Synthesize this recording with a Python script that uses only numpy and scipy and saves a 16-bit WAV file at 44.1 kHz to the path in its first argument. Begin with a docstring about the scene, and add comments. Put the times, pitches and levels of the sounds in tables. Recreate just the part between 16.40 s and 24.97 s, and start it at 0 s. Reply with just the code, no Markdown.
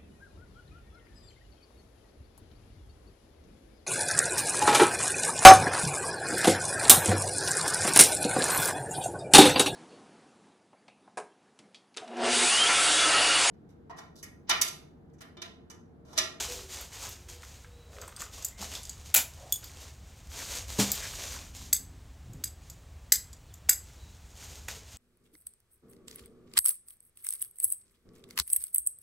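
"""Steel pruning shears trim leafy branches on a wooden porch: filtered noise bursts clap, tuned modes ring on.
They scrape out of their holster, crack through a thick stem and spring open; later they snip twigs off another branch.
The cut branch lands as low wooden modes and a rush of leaves; rustle is grains and hiss shaped by each movement.
Soles scuff as soft bands of noise, and gliding tones call faintly as birds over a low outdoor rumble.
Wall, floor and eaves answer all but the rumble with scattered echoes and a short tail."""
import sys
import numpy as np
from scipy import signal
from scipy.fft import rfft, irfft
from scipy.io import wavfile
from scipy.ndimage import uniform_filter1d

SR = 44100
rng = np.random.default_rng(int(sys.argv[2]) if len(sys.argv) > 2 else 0)


def dump(signal):
    """Clip the signal to [-1, 1] and save it as 16-bit WAV at the path in sys.argv[1]."""
    limited = np.clip(np.atleast_2d(signal).T, -1, 1)
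    pcm = np.round(limited * 32767).astype(np.int16)
    wavfile.write(sys.argv[1], SR, pcm)


N = 377937
TIME = np.arange(N) / SR  # s, the whole scene
RING = np.arange(SR // 2) / SR  # s, one short sound


def undb(db):
    """Decibels to gain."""
    return 10 ** (np.asarray(db) / 20)


def unit(x):
    """Scale to an energy of one."""
    return x / np.sqrt(np.sum(x ** 2))


def level(x, db):
    """Scale to an rms level."""
    return x * undb(db) / np.std(x)


def add(track, s, sound):
    """Mix a sound into a track from time s."""
    i = max(int(s * SR), 0)
    track[i:i + len(sound)] += sound[:max(len(track) - i, 0)]


def colour(x, points, size=4096):
    """Causal minimum-phase filter through (Hz, dB) points."""
    hz, db = np.transpose(points)
    f = np.maximum(np.fft.rfftfreq(size, 1 / SR), 1)
    curve_db = np.interp(np.log(f), np.log(hz), db)
    # folding the cepstrum forward puts no sound before its cause
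    cepstrum = irfft(np.log(undb(curve_db)))
    cepstrum[1:size // 2] *= 2
    cepstrum[size // 2 + 1:] = 0
    impulse = irfft(np.exp(rfft(cepstrum)))
    return signal.fftconvolve(x, impulse)[:len(x)]


def tilted(points, slope_db):
    """Tilt a spectrum or modes by dB per octave about 7500 Hz, with the tilt level below 2500 Hz."""
    return [(hz, db + slope_db * np.log2(max(hz, 2500) / 7500), *rest) for hz, db, *rest in points]


def band(x, hz, width):
    """One broad resonance, width as a share of its centre."""
    return signal.lfilter(*signal.iirpeak(hz, 1 / width, fs=SR), x)


def body(x, resonances):
    """Several broad resonances driven together, with alternating signs."""
    return sum((-1) ** k * undb(db) * band(x, hz, width) for k, (hz, width, db) in enumerate(resonances))


def walk(rate):
    """Smoothed random drift with a spread of one, built from so many steps per second."""
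    k = int(SR / rate)
    steps = np.repeat(rng.standard_normal(N // k + 1), k)
    smooth = uniform_filter1d(uniform_filter1d(steps, k), k)
    return level(smooth[:N], 0)


def burst(t60):
    """A dying flurry of tiny contacts: noise that falls 60 dB in t60 seconds."""
    return rng.standard_normal(len(RING)) * undb(-60 * RING / t60)


def ring(modes):
    """Decaying modes; grip and point of contact change them a little each time."""
    hz, db, t60 = np.transpose(modes)[:, :, None]
    size, shift = rng.standard_normal((len(modes), 2)).T[:, :, None]
    hz = hz * (1 + .005 * shift)
    db = db + 2.2 * size
    side = (-1) ** np.arange(len(modes))[:, None]
    partials = side * undb(db - 60 * RING / t60) * np.sin(2 * np.pi * hz * RING)
    return unit(np.sum(partials, axis=0))


def strokes(rows, sag_db_per_s, settle_db_per_s):
    """Each movement speeds up, slackens slowly, then dies away; overlapping ones add in power."""
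    power = np.zeros(N)
    t = TIME[:SR]
    for s, rise, hold, db in rows:
        sag_db = sag_db_per_s * np.maximum(t - rise, 0)
        settle_db = settle_db_per_s * np.maximum(t - rise - hold, 0)
        speed = np.minimum(t / rise, 1) * undb(db - sag_db - settle_db)
        add(power, s, speed ** 2)
    return np.sqrt(power)


# outdoor bed, spectral shape: freq_hz [Hz], shape_db [dB]
GARDEN_COLOUR = [(20, -30.5), (34, -7.5), (74, 2.5), (123, -11), (187, -17.5), (310, -25), (738, -28),
                 (1190, -31.5), (4060, -36.5), (4810, -38.5), (7520, -37), (11100, -48), (16000, -46)]
# swell of the rumble: time_s [s], gain_db [dB]
RUMBLE_SWELL = [(0, 0), (1.4, -4), (2.7, 1), (3.3, -1), (4.4, 4), (5.8, 1.5), (6.5, -1.5), (8.5, -0.5)]


def garden():
    """Low distant rumble that swells slowly, under a faint even hiss of trees."""
    air = level(colour(rng.standard_normal(N), GARDEN_COLOUR, size=16384), -49.5)
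    low = signal.sosfilt(signal.butter(1, 140, fs=SR, output="sos"), air)
    swell = undb(np.interp(TIME, *np.transpose(RUMBLE_SWELL)))
    return air + low * (swell - 1)


# distant birds: start_s [s], length_s [s], first_hz [Hz], last_hz [Hz],
# level_db [dB, before the direct and scattered mix]; the arch and waver bend the pitch between
BIRD_CALLS = [(.06, 0.11, 494, 478, -44), (0.1, 0.29, 385, 367, -57), (0.587, 0.44, 348, 360, -62.5),
              (.83, 0.21, 467, 480, -55.5), (1.23, 0.32, 495, 445, -53), (1.27, 0.24, 3810, 3990, -66),
              (2.049, 0.15, 1810, 2200, -60), (7.068, 0.07, 4700, 2590, -65),
              (7.543, 0.17, 3950, 3880, -64.5), (8.292, 0.089, 440, 430, -54)]
CALL_ARCH, CALL_WAVER = 0.033, .016  # pitch rise in mid call and unsteadiness, as shares
CALL_FLUTTER_DB = 2.5  # random flutter of level
TREES_T60_S = 0.35  # scatter of far calls among the trees


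def birds():
    """Far off, low coos and thin whistles, each arching a little in pitch and blurred by the trees."""
    out = np.zeros(N)
    for s, length, first_hz, last_hz, db in BIRD_CALLS:
        n = int(length * SR)
        arch = np.sqrt(np.hanning(n))
        bend = 1 + CALL_ARCH * (arch - arch.mean()) + CALL_WAVER * walk(rate=300)[:n]
        hz = np.linspace(first_hz, last_hz, n) * bend
        swell = undb(db + CALL_FLUTTER_DB * walk(rate=50)[:n]) * arch
        add(out, s, swell * np.sin(2 * np.pi * np.cumsum(hz) / SR))
    scattered = signal.fftconvolve(out, unit(burst(TREES_T60_S)))[:N]
    return undb(-4.5) * out + undb(-3.0) * scattered


# shuffling soles: middle_s [s], level_db [dB, relative], centre_hz [Hz], half_length_s [s]
SOLE_SHUFFLES = [(.1, -53, 440, 0.16), (0.647, -49.5, 950, 0.07), (1.6, -54, 504, 0.18),
                 (2.219, -49.5, 200, .05), (3.042, -53, 654, .13), (4.642, -44.5, 1900, 0.052),
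                 (5.351, -60, 234, 0.53), (5.94, -47, 123, .15), (5.968, -56.5, 270, 0.16)]


def soles():
    """Soft scuffs that swell and fade as the weight shifts."""
    out = np.zeros(N)
    for s, db, hz, half_length in SOLE_SHUFFLES:
        swell = np.hanning(int(half_length * SR * 2))
        scuff = rng.standard_normal(len(swell))
        for _ in range(2):
            scuff = band(scuff, hz, width=0.56)
        add(out, s - half_length, swell * level(scuff, db - 1))
    return out


# spectrum of leaves: freq_hz [Hz], shape_db [dB]
LEAF_SPECTRUM = [(120, -39.5), (200, -8), (480, -4), (899, -4.5), (1270, -8.5), (3300, -3.5), (5520, -3),
                 (6760, 1), (10700, -13), (13600, -11), (16000, -26)]


def leafy(x):
    """Thin leaf blades radiate a wide, uneven spectrum."""
    return colour(x, LEAF_SPECTRUM)


def twig_ticks():
    """Small dry taps within the rustle, each on a twig with its own pitch."""
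    out = np.zeros(N)
    taps_per_s = 140
    for when, pitch, size in rng.random((int(taps_per_s * N / SR), 3)):
        hz = 900 * 8 ** pitch
        tap = unit(band(burst(t60=.012)[:SR // 20], hz, width=.3))
        add(out, when * N / SR, size ** 2 * tap)
    return level(out, -12)


# swings of the leafy branch: start_s [s], rise_s [s], hold_s [s], level_db [dB, relative]
# picked up, held upright, lowered, dropped; the next one drawn out, turned for trimming, lifted
BRANCH_SWINGS = [ (0.0, 0.0011, 0.017, -34), (.09, 0.036, 0.015, -40), (.275, 0.048, 0.061, -42.5),
                 (.5, 0.038, 0.068, -47.5), (.61, 0.022, 0.0071, -40), (.882, 0.006, .001, -48.5),
                 (.99, 0.027, 0.15, -55), (3.3, 0.094, 0.045, -49.5), (3.55, 0.18, 0.33, -60.5),
                 (3.89, 0.08, 0.07, -40.5), (4.06, 0.049, 0.058, -40.5), (4.27, 0.029, 0.073, -44),
                 (4.38, 0.01, 0.0057, -28), (4.52, 0.053, 0.4, -39.5), (5.13, 0.026, 0.069, -49.5),
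                 (6.19, 0.054, .03, -61), (7.4, 0.05, 0.68, -61.5), (7.92, 0.077, 0.19, -50.5),
                 (8.275, 0.012, 0.018, -43.5), (8.45, 0.032, 0.05, -52.5)]
SWING_SAG_DB_PER_S, LEAF_SETTLE_DB_PER_S = 8, 106  # from the end of the rise; added after the hold
# the sleeve brushing holster and trousers: start_s [s], rise_s [s], hold_s [s], level_db [dB, relative]
SLEEVE_BRUSHES = [(1.5, 0.029, 0.17, -58), (1.78, 0.02, 0.027, -45.5), (1.91, 0.03, 0.099, -48.5),
                  (2.17, 0.059, 0.006, -38.5), (2.28, 0.062, 0.026, -43.5), (2.42, 0.02, 0.17, -55.5),
                  (2.64, 0.019, 0.044, -51.5), (2.85, 0.03, 0.5, -57.5), (3.22, 0.013, 0.04, -49.5)]
BRUSH_SAG_DB_PER_S, CLOTH_SETTLE_DB_PER_S = 7, 172.5
CONTACTS_PER_S = 1500


def rustle():
    """Countless leaf and cloth contacts in little flurries; papery body swells apart from hiss, twigs tick."""
    swings = strokes(BRANCH_SWINGS, SWING_SAG_DB_PER_S, LEAF_SETTLE_DB_PER_S)
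    brushes = strokes(SLEEVE_BRUSHES, BRUSH_SAG_DB_PER_S, CLOTH_SETTLE_DB_PER_S)
    motion = np.hypot(swings, brushes)
    contacts = (rng.random(N) < CONTACTS_PER_S / SR) * rng.standard_normal(N)
    # a few contacts are much harder than the rest
    grains = contacts * undb(3.2 * np.minimum(rng.exponential(size=N), 5))
    hiss = rng.standard_normal(N)
    leaves = level(leafy(level(grains, -6.5) + level(hiss, -2)), -0.26)
    papery = signal.sosfilt(signal.butter(1, 2500, fs=SR, output="sos"), leaves)
    flurries = sum(part * undb(1.93 * walk(rate=60)) for part in (papery, leaves - papery))
    return (flurries + twig_ticks()) * motion


# shears scraping out of a stiff holster: start_s [s], rise_s [s], hold_s [s], level_db [dB, relative]
HOLSTER_SCRAPES = [(1.5, .08, 0.2, -55.5), (1.77, 0.029, 0.033, -55.5)]


def holster():
    """Steel catches and slips on leather in a quick, uneven rattle."""
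    slips = (rng.random(N) < 120 / SR) * rng.standard_normal(N)  # about 120 per second
    rattle = signal.fftconvolve(slips, burst(t60=0.0091))[:N]
    leather = colour(rattle, [(300, -2), (650, 4), (1600, -3), (3000, -9), (8000, -28)])
    return level(leather, 0) * strokes(HOLSTER_SCRAPES, BRUSH_SAG_DB_PER_S, CLOTH_SETTLE_DB_PER_S)


# dull knocks of holster and wood: start_s [s], level_db [dB, relative], centre_hz [Hz]
DULL_KNOCKS = [(1.031, -35.5, 1400), (1.245, -39.5, 1550), (1.566, -41, 1720), (1.619, -38, 1410),
               (1.679, -36, 1100), (1.819, -28, 1360), (2.225, -28.5, 970), (8.283, -30, 1570)]


def knocks():
    """Blunt contacts excite one broad, soft resonance."""
    out = np.zeros(N)
    for s, db, hz in DULL_KNOCKS:
        thump = band(band(burst(t60=.04), hz, width=.7), hz, width=.7)
        add(out, s, undb(db) * unit(thump))
    return out


# modes of the dropped branch: freq_hz [Hz], level_db [dB, relative], t60_s [s]
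BRANCH_MODES = [(121, -9, 0.14), (202, -1.5, 0.18), (276, -1.5, 0.04), (326, -8, 0.11), (425.6, -2, 0.082),
                (590, -15, 0.14), (974, -12, 0.092)]
# its landing: start_s [s], thud_db [dB, relative], leaves_db [dB, relative]
BRANCH_LANDING = [(4.387, -7.5, -34), (4.398, -24, -9)]


def landing():
    """The cut branch lands butt first with a woody thud, then its crown in a rush of leaves."""
    out = np.zeros(N)
    for s, thud_db, leaves_db in BRANCH_LANDING:
        add(out, s, undb(thud_db) * ring(BRANCH_MODES))
        crown = colour(leafy(burst(t60=0.15)), [(800, -5.5), (3000, -7.5), (13000, -6.0)])
        add(out, s, undb(leaves_db) * unit(crown))
    return out


# wood fibres breaking: start_s [s], level_db [dB, relative], t60_s [s], brightness_db_per_oct [dB/octave]
FIBRE_CRACKS = [(2.741, -24.5, 0.014, -4.5), (2.7429, -4, 0.041, 5), (2.748, 0.5, 0.0044, 7),
                (2.750, -10.5, 0.014, 0), (2.759, -4.5, 0.18, -0.5), (2.788, -19.5, .05, -5.5),
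                (7.2887, -27, 0.03, -7), (8.284, -25, 0.029, -5.5)]
# spectrum of splintering wood: freq_hz [Hz], shape_db [dB]
SPLINTER_COLOUR = [(100, -17), (1000, -17), (3000, -9), (5400, -5), (7200, 3), (9000, -6.5), (11500, 3),
                   (14400, -6.5), (15500, -5)]
# body of the breaking stem: centre_hz [Hz], width [share of centre], level_db [dB, relative]
STEM_BODY = [(749, 0.62, -10.5), (1475, 0.1, -3), (2510, 0.18, -4), (3515, 0.14, -2)]


def cracks():
    """Fibres give way one after another, splintering brightly and driving the hollow body of the stem."""
    out = np.zeros(N)
    for s, db, t60, slope_db in FIBRE_CRACKS:
        fibres = burst(t60)
        splinter = unit(colour(fibres, tilted(SPLINTER_COLOUR, slope_db)))
        stem = undb(-7.5 - slope_db) * unit(body(fibres, STEM_BODY))
        add(out, s, undb(db) * (splinter + stem))
    return out


def wood():
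    """Breaking, knocking and landing wood share one level."""
    return (cracks() + knocks() + landing()) * undb(13)


# closed shears, damped by the hand: centre_hz [Hz], width [share of centre], level_db [dB, relative]
GRIPPED_STEEL = [(3440, 0.08, -14.5), (4814, 0.09, -3.5), (6400, 0.056, 1.5), (7000, 0.073, 1),
                 (7845, 0.038, 8), (9810, 0.039, -3), (11690, 0.031, 4.5), (12860, 0.035, 1.5),
                 (13650, 0.026, 1), (14800, 0.12, -9)]


def clack(t60, slope_db):
    """Steel chatters against steel for a moment, its resonances broadened by the grip."""
    chatter = body(burst(t60), GRIPPED_STEEL)
    return unit(colour(chatter, tilted([(2500, 0), (16000, 0)], slope_db)))


# modes of the opening spring: freq_hz [Hz], level_db [dB, relative], t60_s [s]
SPRING_MODES = [(3420, -4.5, 0.044), (6920, -4.5, 0.087), (8660, -9, 0.12), (14200, 8, .012)]


def spring():
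    """The blades unstick and fly open against their stop, with a rattling bounce."""
    out = np.zeros(N)
    add(out, 3.1238, undb(-4.0) * clack(t60=0.0052, slope_db=6) + undb(2.0) * ring(SPRING_MODES))
    add(out, 3.1254, undb(-1.0) * clack(t60=0.015, slope_db=3.5))
    return out


# modes of the shears' steel: freq_hz [Hz], level_db [dB, relative], t60_s [s]
STEEL_MODES = [(4680, -6, 0.1), (4950, -8, .09), (6690, -13, 0.15), (7190, -7.5, 0.15), (7400, -8.5, .1),
               (7500, -4, 0.1), (7840, 0, 0.14), (8600, -13, .11), (10070, -7.5, 0.108), (10600, -13.5, .1),
               (11600, -11.5, .11), (13100, -3.5, 0.083), (13800, -7, .07)]


def steel_ring(slope_db):
    """The freed steel rings on in its own modes, brighter or duller with the blow."""
    return ring(tilted(STEEL_MODES, slope_db))


# light touches: start_s [s], level_db [dB, relative], brightness_db_per_oct [dB/octave], ping_hz [Hz]
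STEEL_TOUCHES = [(0.411, -31, 12, 11900), (0.691, -32, 13, 12160), (1.615, -29, -7.5, 6700),
                 (1.678, -34, -3, 8560), (1.763, -29.5, -13, 8500), (1.7944, -32, -10, 6860),
                 (1.818, -24.5, -5, 6950), (2.023, -29, -9, 6470), (2.047, -14, 2, 7180),
                 (2.352, -22.5, -16.5, 3530), (2.432, -30.5, -11.5, 9800), (2.4523, -29, -10.5, 7060),
                 (2.494, -23, -10, 6950), (2.7632, -8, -3, 7400), (2.773, -9, -0.5, 6970),
                 (3.241, -30, -16, 13200), (4.517, -9.5, -4.5, 13600), (5.9327, -39.5, 0, 6900),
                 (6.299, -29.5, -4.5, 7150), (6.930, -33.5, -12, 7130), (7.1392, -35, -0.5, 7300)]


def touches():
    """A light touch sounds mostly the part of the steel it lands on."""
    out = np.zeros(N)
    for s, db, slope_db, hz in STEEL_TOUCHES:
        contact = undb(-3.5) * clack(t60=0.037, slope_db=slope_db)
        ping = undb(-3.5) * unit(band(burst(t60=0.035), hz, width=0.035))
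        steel = undb(-20.0) * steel_ring(slope_db)
        add(out, s, undb(db) * (contact + ping + steel))
    return out


# soft knock of a parting twig: centre_hz [Hz], width [share of centre], level_db [dB, relative]
TWIG_BODY = [(1680, 0.12, -5.5), (1980, 0.2, 4.5), (2600, 0.2, -3)]
# twig cuts: start_s [s], level_db [dB, relative], handle_delay_s [s, until the handles meet],
# twig_db [dB against steel, relative], brightness_db_per_oct [dB/octave]
TWIG_SNIPS = [(5.3284, -6, 0.0028, -6.5, 1), (6.0386, -18.5, 0.0025, -2.5, -2),
              (6.7205, -2, .0025, -2.5, 0.5), (7.2927, -2.5, 0.0029, -1, 2.5)]


def snips():
    """The blade breaks through a twig, the handles clap together, and the steel rings on."""
    out = np.zeros(N)
    no_bass = signal.butter(4, 1150, "high", fs=SR, output="sos")  # a thin twig radiates none
    for s, db, delay, twig_db, slope_db in TWIG_SNIPS:
        knock = signal.sosfilt(no_bass, burst(t60=.014))
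        parting = sum(undb(size) * band(knock, hz, width) for hz, width, size in TWIG_BODY)
        twig = undb(twig_db - 11.5) * unit(parting)
        blade = undb(-1.5) * clack(t60=0.023, slope_db=slope_db - 6.5)
        add(out, s, undb(db) * (twig + blade))
        handles = undb(1.2) * clack(t60=0.021, slope_db=slope_db)
        add(out, s + delay, undb(db) * (handles + undb(-8.0) * steel_ring(slope_db)))
    return out


def shears():
    """Cuts and light touches of the same steel share one level."""
    return (snips() + touches()) * undb(12.5)


# porch reflections: delay_s [s], level_db [dB]
PORCH_WALLS = [(.0065, -16), (.0148, -14.5), (.025, -26.5), (0.034, -17)]


def porch(x):
    """Slatted wall, floor and eaves return scattered echoes, then a short tail that loses its treble first."""
    echo = np.zeros(len(RING))
    for delay, db in PORCH_WALLS:
        add(echo, delay, undb(db) * unit(burst(t60=0.019)))
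    bright = unit(burst(t60=0.19))
    dull = unit(colour(burst(t60=0.3), [(100, 4), (3000, -7.5), (8000, -8.0), (15000, -22.5)]))
    add(echo, .012, undb(-13.0) * bright + undb(-15.5) * dull)
    return x + signal.fftconvolve(x, echo)[:N]


def scene():
    """Everything reaches one microphone, the same in both channels."""
    near = birds() + soles() + rustle() + holster() + wood() + spring() + shears()
    mono = garden() + porch(near)
    return np.array([mono, mono])


def record(dry):
    """The recorder rounds the sharpest peaks and cuts the top above 15750 Hz."""
    rounded = np.tanh(1.3 * dry) / 1.3
    return signal.sosfilt(signal.ellip(8, .2, 80, 15750, fs=SR, output="sos"), rounded)


dry = scene()
out = record(dry)
dump(out)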